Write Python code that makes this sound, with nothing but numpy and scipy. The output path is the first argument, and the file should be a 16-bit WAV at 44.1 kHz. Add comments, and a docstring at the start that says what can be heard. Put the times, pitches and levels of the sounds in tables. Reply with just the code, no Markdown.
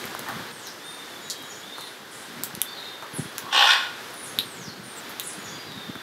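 """A large parrot gives one harsh squawk: noisy pulses of a voice membrane drive throat resonances.
Others crack nuts, each a brief shell ring with a noisy snap. Small birds chirp and whistle as sine notes
on pitch curves, over a hissing wash of coloured noise and low wind noise on one microphone.
Foliage scatters parrot, cracks, chirps and whistles into a short diffuse tail; gain control ducks loud moments."""
import sys
import numpy as np
from scipy import signal
from scipy.fft import rfft, irfft
from scipy.io import wavfile
from scipy.ndimage import uniform_filter1d

SR = 44100
rng = np.random.default_rng(int(sys.argv[2]) if len(sys.argv) > 2 else 0)


def wav_out(sig):
    """Save sig, one row per channel (or a flat mono array), as 16-bit PCM at SR to the path in sys.argv[1]."""
    wavfile.write(sys.argv[1], SR, np.round(np.clip(np.atleast_2d(sig).T, -1, 1) * 32767).astype(np.int16))


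def how_loud(loudness_db):
    """Turn decibels into a plain amplitude multiplier (0 dB gives 1, 20 dB gives 10)."""
    steps = np.asarray(loudness_db, float) / 20
    return 10 ** steps


N = 265746
T = np.arange(N) / SR


def unit(x):
    """Normalisation: scales a signal to rms 1."""
    return x / np.sqrt(np.mean(x ** 2) + 1e-18)


def columns(table):
    """Linear interpolation of every column over time; the first column is seconds."""
    seconds, *rest = np.transpose(table)
    return [np.interp(T, seconds, column) for column in rest]


def gate(table, fade_s=0.004):
    """Windowing: one while the table lasts, with short ramps just outside it."""
    from_edge = np.minimum(T - table[0][0], table[-1][0] - T)
    return np.clip(from_edge / fade_s + 1, 0, 1)


def band(x, lo_hz, hi_hz, order=2):
    """Band-pass filtering with the flat passband of a Butterworth design."""
    edges = [lo_hz, min(hi_hz, SR / 2.1)]
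    return signal.sosfilt(signal.butter(order, edges, "band", fs=SR, output="sos"), x)


def walk(rate_hz):
    """Smoothed random steps: a wander of rms 1, with new values drawn at the given rate."""
    k = int(SR / rate_hz)
    steps = np.repeat(rng.standard_normal(N // k + 1), k)
    return unit(uniform_filter1d(uniform_filter1d(steps, k), k)[:N])


def foliage(x, t60_s, wet_db):
    """Multiple scattering: leaves and trunks return dense, exponentially decaying noise after a short gap."""
    t = T[:SR // 2]
    scatter = rng.standard_normal(len(t)) * np.exp(-np.log(1000) * t / t60_s) * (t > .003)
    scatter = scatter / np.sqrt(np.sum(scatter ** 2))
    return how_loud(wet_db) * signal.fftconvolve(x, scatter)[:N]


# The background wash, with an abrupt early drop. Each row: time in seconds, level in dB,
# gain of the treble in dB.
WASH_LEVELS = [(0, -38.5, 1), (.515, -40.5, -1.5), (.525, -45, 1.5), (1.3, -43, 1.5), (2.83, -44, -0.5),
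               (3.45, -42, -1.5), (4.04, -42, 1), (6.03, -43, -2)]
# Spectrum of the wash. Each row: frequency in Hz, level in dB.
WASH_SPECTRUM = [(60, -16), (115, -10.5), (160, -14), (244, -4), (400, -1), (600, -5), (1380, -3.5),
                 (1600, -2), (2600, -10), (3500, -7), (5000, -12.5), (7940, -19.5), (10500, -21),
                 (12100, -18.5), (14900, -28)]


def wash():
    """Spectral shaping of white noise: a hiss that wavers a little, its treble with its own swell."""
    level_db, treble_db = columns(WASH_LEVELS)
    hz, db = np.transpose(WASH_SPECTRUM)
    f = np.fft.rfftfreq(N, 1 / SR)
    colour = how_loud(np.interp(np.log(f + 1), np.log(hz), db))
    noise = irfft(rfft(rng.standard_normal(N)) * colour, N)
    noise = noise / np.std(band(noise, 510, 2460, order=4))  # the middle band sets the level
    treble = band(noise, 4300, 14000)
    return how_loud(level_db + walk(9)) * (noise + (how_loud(treble_db) - 1) * treble)


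# Gusty buffeting of the microphone. Each row: time in seconds, level in dB.
WIND_LEVELS = [(0, -50.5), (.4, -43.5), (.57, -54.5), (2.25, -58), (2.4, -43.5), (2.65, -57), (3.1, -62),
               (3.2, -55), (3.5, -48), (3.6, -59), (4.1, -54.5), (4.7, -44), (5.1, -56), (5.8, -44),
               (6.03, -53)]
# Single pushes of wind. Each row: time in seconds, strength in dB before the band-pass.
WIND_PUSHES = [(0.049, -32), (0.29, -27), (0.364, -23.5), (2.398, -26), (2.538, -26), (2.573, -24.5),
               (3.135, -25), (3.193, -13.5), (3.219, -23), (3.254, -26), (3.434, -33), (4.678, -24),
               (4.798, -26), (5.379, -29.5), (5.76, -30), (5.895, -21), (5.959, -25.5)]


def wind():
    """Turbulent pressure: low noise in small puffs, and eddies that push the microphone membrane once."""
    puffs = how_loud(5.3 * np.tanh(walk(35))) * rng.standard_normal(N)
    buffeting = how_loud(columns(WIND_LEVELS)[0]) * unit(band(puffs, 107, 281))
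    seconds, strength_db = np.transpose(WIND_PUSHES)
    eddies = np.zeros(N)
    eddies[((seconds + .001) * SR).astype(int)] = how_loud(strength_db)

    def held(length_s):
        return np.convolve(eddies, np.ones(int(length_s * SR)), "same")

    push = held(0.0019) + held(.02) * rng.standard_normal(N)  # a pulse within a burst of noise
    return buffeting + band(push, 109, 333)


def shell_split():
    """Impulsive fracture: the shell splits in one step with a short spray of splinters."""
    t = T[:SR // 100]
    return (t == 0) + .35 * rng.standard_normal(len(t)) * np.exp(-t / .0004)


def snap_band(split, lo_hz, hi_hz):
    """Band-limited impulse: one band of a split, scaled by the filter's own peak response."""
    impulse = 1. * (np.arange(len(split)) == 0)
    return band(split, lo_hz, hi_hz, order=1) / np.abs(band(impulse, lo_hz, hi_hz, order=1)).max()


# Beak cracks on nuts. 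Each row: time in seconds, peak of the ring in dB, ring pitch in Hz, snap against
# the ring in dB, topmost snap against the ring in dB, distance in m (it sets only the scatter).
NUT_CRACKS = [(0.04, -21.5, 2110, -4, -9, 3.2), (0.149, -17, 1090, -14, -6, 2.5),
              (0.193, -28, 851, 1, -2, 4.9), (0.286, -20.5, 1170, -3, 0, 13),
              (0.669, -27.5, 4040, -6, 0, 12), (1.299, -20, 4480, 1, -14, 21.4),
              (1.435, -31, 1220, -1, -10, 3.2), (1.782, -22, 1120, -10, -15, 8.5),
              (1.809, -30, 3950, 4, 2, 7), (1.87, -28.5, 3700, -12, -20, 12.5),
              (2.435, -23.5, 1260, 11, 12.5, 8.5), (2.55, -29, 3550, 9, 11, 4.6),
              (2.616, -12.5, 3520, 0, 12, 3.1), (3.024, -23.5, 1080, -13, -22, 19),
              (3.381, -25, 1370, 9.5, 11, 7.4), (4.387, -3.5, 3770, -14, -6, 6.3),
              (5.094, -28.5, 1220, -5, 0, 15), (5.197, -17, 3700, -2, 6, 7.9),
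              (5.719, -29, 3730, -11, -10, 9.8), (5.954, -23, 1370, -12, -15, 3.2)]
EVEN_SCATTER_M = 9  # at this distance the ring feeds the leaves as strongly as the direct path


def cracks():
    """Damped resonance: a shell ring of a few cycles and a two-band snap; far ones are more scattered."""
    direct, feed = np.zeros(N), np.zeros(N)
    t = T[:SR // 100]
    swell_and_decay = 2.53 * (1 - np.exp(-t / 0.00032)) * np.exp(-t / 0.00062)
    for s, peak_db, ring_hz, snap_db, top_db, metres in NUT_CRACKS:
        split = shell_split()
        ring = np.sin(2 * np.pi * ring_hz * t) * swell_and_decay
        snap = how_loud(snap_db) * snap_band(split, 4000, 8800) + how_loud(top_db) * snap_band(split, 10500, 13000)
        at = int((s + 0.000984) * SR)
        direct[at:at + len(t)] += how_loud(peak_db) * (ring + snap)
        feed[at:at + len(t)] += how_loud(peak_db) * metres / EVEN_SCATTER_M * (ring + .7 * snap)
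    return direct, feed


# Thin dry ticks. Each row: time in seconds, approximate peak in dB.
DRY_TICKS = [(0.055, -17.5), (0.193, -17), (1.283, -32), (1.33, -34), (1.38, -32), (1.426, -30),
             (4.107, -29), (4.141, -30)]


def ticks():
    """High-band impulse: a split heard in the treble alone, with no ring."""
    direct = np.zeros(N)
    for s, peak_db in DRY_TICKS:
        tick = how_loud(peak_db) * snap_band(shell_split(), 10000, 13000)
        at = int(s * SR)
        direct[at:at + len(tick)] += tick
    return direct, how_loud(-7) * direct


def notes(calls, flicker_db):
    """Frequency modulation: sine notes with a fast pitch shake; buzzy ones lose their direct path."""
    direct, feed = np.zeros(N), np.zeros(N)
    shake, flicker = walk(600), how_loud(flicker_db * walk(60))
    for s, hz, level_db, buzz in calls:
        at, t = int(s * SR), T[:len(hz)]
        span = slice(at, at + len(hz))
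        ramp = np.clip(np.minimum(t, t[-1] - t) / 0.0016, 0, 1)
        phase = 2 * np.pi * np.cumsum(hz * (1 + buzz * shake[span])) / SR
        note = ramp * how_loud(level_db) * flicker[span] * np.sin(phase)
        direct[span] += note * np.exp(-(buzz / .014) ** 2)  # buzzy birds sit deep in the leaves
        feed[span] += note
    return direct, feed


# Short fading buzzes. Each row: start in seconds, length in seconds, starting pitch in Hz,
# starting level in dB, buzz as a share of pitch.
BUZZ_CALLS = [(0.257, .06, 9000, -49, .04), (0.831, .14, 9150, -44.5, 0.033),
              (1.211, 0.087, 6920, -47, .03), (1.739, .12, 4250, -42.5, .045),
              (1.77, .11, 10000, -46.5, 0.061), (2.105, 0.12, 8690, -42, .16),
              (2.743, .12, 4170, -41, .012), (3.145, .025, 11900, -42, .005),
              (4.129, 0.093, 9830, -41, 0.0237), (4.829, .08, 9300, -41, 0.041),
              (5.24, .02, 8200, -41, .011)]


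def buzzes():
    """Random frequency modulation broadens a tone into a buzz, which sags and fades."""
    for s, length, hz, db, buzz in BUZZ_CALLS:
        u = T[:int(length * SR)] / length
        yield s, hz * (1 - .03 * u), db - 6.5 * u, buzz


def membrane(hz, jitter, scatter_db, breath):
    """Pulse excitation: uneven snaps of the voice membrane with breath noise, throbbing at a slow growl."""
    growl_hz = 59.7
    phase = np.cumsum(hz * (1 + jitter * walk(400))) / SR
    snaps = np.diff(np.floor(phase), prepend=0) * how_loud(scatter_db * np.tanh(walk(300)))
    growl = np.cumsum(growl_hz * (1 + .15 * walk(50))) / SR % 1
    throb = .5 + np.exp(-growl / .33)
    return (unit(snaps) + breath * rng.standard_normal(N)) * throb


def throat(x, modes, opening):
    """Formant filtering: parallel resonances of alternate sign, rebalanced by the beak opening."""
    waver_db = 2.0 * walk(40.09)
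    voice = np.zeros(N)
    for k, (hz, width, shut_db, open_db) in enumerate(modes):
        # each mode takes the wander at another moment
        level_db = shut_db + opening * (open_db - shut_db) + np.roll(waver_db, k * SR // 5)
        voice += (-1) ** k * how_loud(level_db) * unit(band(x, hz - width / 2, hz + width / 2))
    return voice


# Envelopes of the softer croak, the murmur that leads in and the squawk.
# Each row: time in seconds, gain in dB.
CROAK_GAIN = [(0.26, -45), (0.292, -37), (0.4, -56)]
MURMUR_GAIN = [(3.44, -42), (3.47, -35.5), (3.51, -36)]
SQUAWK_GAIN = [(3.512, -49), (3.53, -30.5), (3.555, -23.5), (3.615, -18.5), (3.66, -21.5), (3.74, -19.5),
               (3.765, -24), (3.78, -33), (3.8, -62)]
# Lower and upper throat resonances. Each row: centre in Hz, width in Hz,
# level in dB with the beak shut, level in dB with it open.
LOWER_THROAT = [(586, 240, -12, -17.5), (868, 145, -1.5, -10), (1128, 203, -2, -3.5), (1466, 134, -3.5, 3),
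                (1750, 260, -1.5, -0.5), (2170, 410, -20, -5.5)]
UPPER_THROAT = [(2480, 210, -9, -4), (2836, 260, -0.5, -5.5), (3200, 300, -1, -1.5), (3550, 250, -5, -3),
                (4080, 500, -8, -5.5), (4720, 330, -18, -7.5), (5480, 810, -9.5, -12.5),
                (7600, 1900, -19, -21), (9400, 1600, -26, -24.5), (11800, 1300, -25, -24),
                (14200, 1700, -26, -34)]


def parrot():
    """Source and filter: croak, murmur and squawk share one membrane; the beak opens through the squawk."""
    opening = np.interp(T, [3.59, 3.75], [0, 1])
    upper_db = np.interp(T, [3.740, 3.757], [3, -13])  # the upper throat closes near the end
    source = membrane(np.full(N, 354.7), jitter=.07, scatter_db=3, breath=.9)
    low = throat(source, LOWER_THROAT, opening)
    high = throat(source, UPPER_THROAT, opening)
    hum_hz, hum_width_hz = 1080, 210
    hum = unit(band(source, hum_hz - hum_width_hz / 2, hum_hz + hum_width_hz / 2))
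    croak = gate(CROAK_GAIN) * how_loud(columns(CROAK_GAIN)[0]) * low
    murmur = gate(MURMUR_GAIN) * how_loud(columns(MURMUR_GAIN)[0]) * hum
    squawk = gate(SQUAWK_GAIN) * how_loud(columns(SQUAWK_GAIN)[0]) * (low + how_loud(upper_db) * high)
    return croak + murmur + squawk


# Falling slides. Each row: start in seconds, length in seconds, first pitch in Hz, last pitch in Hz,
# starting level in dB.
SLIDE_CALLS = [(.52, 0.17, 8800, 4790, -46.5), (4.227, 0.049, 11500, 10000, -44),
               (4.428, .27, 9030, 4180, -45.5), (5.224, 0.014, 11800, 6000, -35)]


def slides():
    """Downward frequency sweep: the pitch falls ever faster while the level sags midway and ends higher."""
    for s, length, from_hz, to_hz, db in SLIDE_CALLS:
        u = T[:int(length * SR)] / length
        hz = from_hz + (to_hz - from_hz) * u ** 1.4
        level_db = db + 7.5 * u - 6 * np.sin(np.pi * u ** 0.86) ** 2
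        yield s, hz, level_db, .0135


# Lower whistles. Each row: start in seconds, length in seconds, first pitch in Hz,
# pitch the glide tends to in Hz (before the sag), starting level in dB.
WHISTLE_CALLS = [(0.803, 0.44, 3400, 3744, -45.5), (1.21, .25, 3700, 3980, -46.5),
                 (1.297, 0.14, 3206, 3326, -46), (1.51, .05, 3200, 3370, -50),
                 (1.631, 0.22, 3370, 3740, -42), (2.652, 0.13, 3480, 3700, -42.5),
                 (2.681, 0.081, 4360, 4850, -45), (2.77, 0.19, 3900, 3740, -40.5),
                 (3.237, .075, 3220, 3490, -47), (3.392, .11, 3400, 3420, -52),
                 (5.457, .12, 3470, 3470, -45), (5.48, 0.22, 4580, 4920, -46.5),
                 (5.659, .33, 4165, 3737, -43.5)]


def whistles():
    """Exponential glide: each whistle approaches its pitch while a steady sag and a fade pull it down."""
    settle_s, sag_hz_per_s, fade_db = .04, 720, 4.5
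    for s, length, from_hz, settle_hz, db in WHISTLE_CALLS:
        t = T[:int(length * SR)]
        hz = settle_hz + (from_hz - settle_hz) * np.exp(-t / settle_s) - sag_hz_per_s * t
        yield s, hz, db - fade_db * t / length, .0052


# One small bird's dipped call. Each row: start in seconds, level in dB after the opening swell.
DIP_CALLS = [(1.44, -47), (5.391, -45)]


def dips():
    """Piecewise-linear frequency modulation: a held note swells, then its pitch dips quickly and returns."""
    length_s, dip_at_s, dip_half_s = .125, .085, .029
    t = T[:int(length_s * SR)]
    dip = np.maximum(1 - np.abs(t - dip_at_s) / dip_half_s, 0)
    before_dip = np.maximum(1 - t / (dip_at_s - dip_half_s), 0)
    for s, db in DIP_CALLS:
        yield s, 6900 - 1630 * dip, db - 7 * before_dip, .004


# Held chirps that plunge. Each row: time of the plunge in seconds, hold before it in seconds,
# top pitch in Hz, bottom pitch in Hz, level in dB as the plunge begins.
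PLUNGE_CALLS = [(3.169, .036, 10640, 4900, -28), (4.236, .012, 9830, 6200, -34),
                (5.273, .018, 10200, 4470, -26.5)]


def plunges():
    """Exponential frequency sweep: a note rises and swells to its top, then plunges and fades."""
    plunge_s, tau_s, rise_share = 0.065, 0.019, 0.049
    swell_db, fade_db_per_khz = 12, 4.5
    for s, hold, top_hz, bottom_hz, db in PLUNGE_CALLS:
        t = T[:int((hold + plunge_s) * SR)] - hold
        before, after = np.maximum(-t / hold, 0), np.maximum(t, 0)
        held_hz = top_hz * (1 - rise_share * before ** 2)
        hz = bottom_hz + (held_hz - bottom_hz) * np.exp(-after / tau_s)
        level_db = db - swell_db * before ** .3 - fade_db_per_khz * (top_hz - hz) / 1000
        yield s - hold, hz, level_db, .005


# One fast trill, close by. Each row: time in seconds, middle pitch in Hz, level of the fundamental in dB.
TRILL_NOTE = [(4.963, 7700, -45), (4.985, 7850, -37), (5.003, 7600, -46)]


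def trill():
    """Sinusoidal frequency modulation: a fast warble with its octave."""
    hz, level_db = columns(TRILL_NOTE)
    warble = 1 + .07 * np.cos(2 * np.pi * 75 * (T - 4.964))
    phase = 2 * np.pi * np.cumsum(hz * warble) / SR
    return gate(TRILL_NOTE) * how_loud(level_db) * (np.sin(phase) + how_loud(-9) * np.sin(2 * phase))


def scene():
    """Superposition: direct and scattered sounds add at one microphone, copied to two equal channels."""
    bird = parrot()
    crack, crack_feed = cracks()
    tick, tick_feed = ticks()
    chirp, chirp_feed = notes([*buzzes(), *slides(), *dips(), *plunges()], flicker_db=2.3)
    whistle, whistle_feed = notes(whistles(), flicker_db=2.3)
    mono = wash() + wind() + trill()
    mono = mono + crack + tick + foliage(crack_feed + tick_feed, 0.17, -0.61)
    mono = mono + how_loud(-3.0) * bird + foliage(bird, 0.5, -6.0)
    mono = mono + chirp + foliage(chirp_feed, 0.4, 1.4)
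    mono = mono + whistle + foliage(whistle_feed, 0.71, -.1)
    return np.tile(mono, (2, 1))


def top_cut(x):
    """Nothing passes above the cut-off."""
    return signal.sosfilt(signal.butter(12, 16820, fs=SR, output="sos"), x)


def record(dry):
    """Compression and band-limiting: gain control ducks loud moments; the microphone cuts deep bass and top."""
    hold = np.exp(-1 / (0.068 * SR))  # averaging time constant in seconds
    loudness = np.sqrt(signal.lfilter([1 - hold], [1, -hold], dry ** 2))
    mix = dry * np.maximum(loudness / how_loud(-26.5), 1) ** -.3
    mix = np.tanh(mix)  # the preamplifier rounds the tallest peaks
    mix = signal.sosfilt(signal.butter(3, 88, "high", fs=SR, output="sos"), mix)
    mix = signal.sosfilt(signal.ellip(8, .2, 30, 15700, fs=SR, output="sos"), mix)
    return top_cut(mix)


dry = scene()
out = record(dry)
wav_out(out)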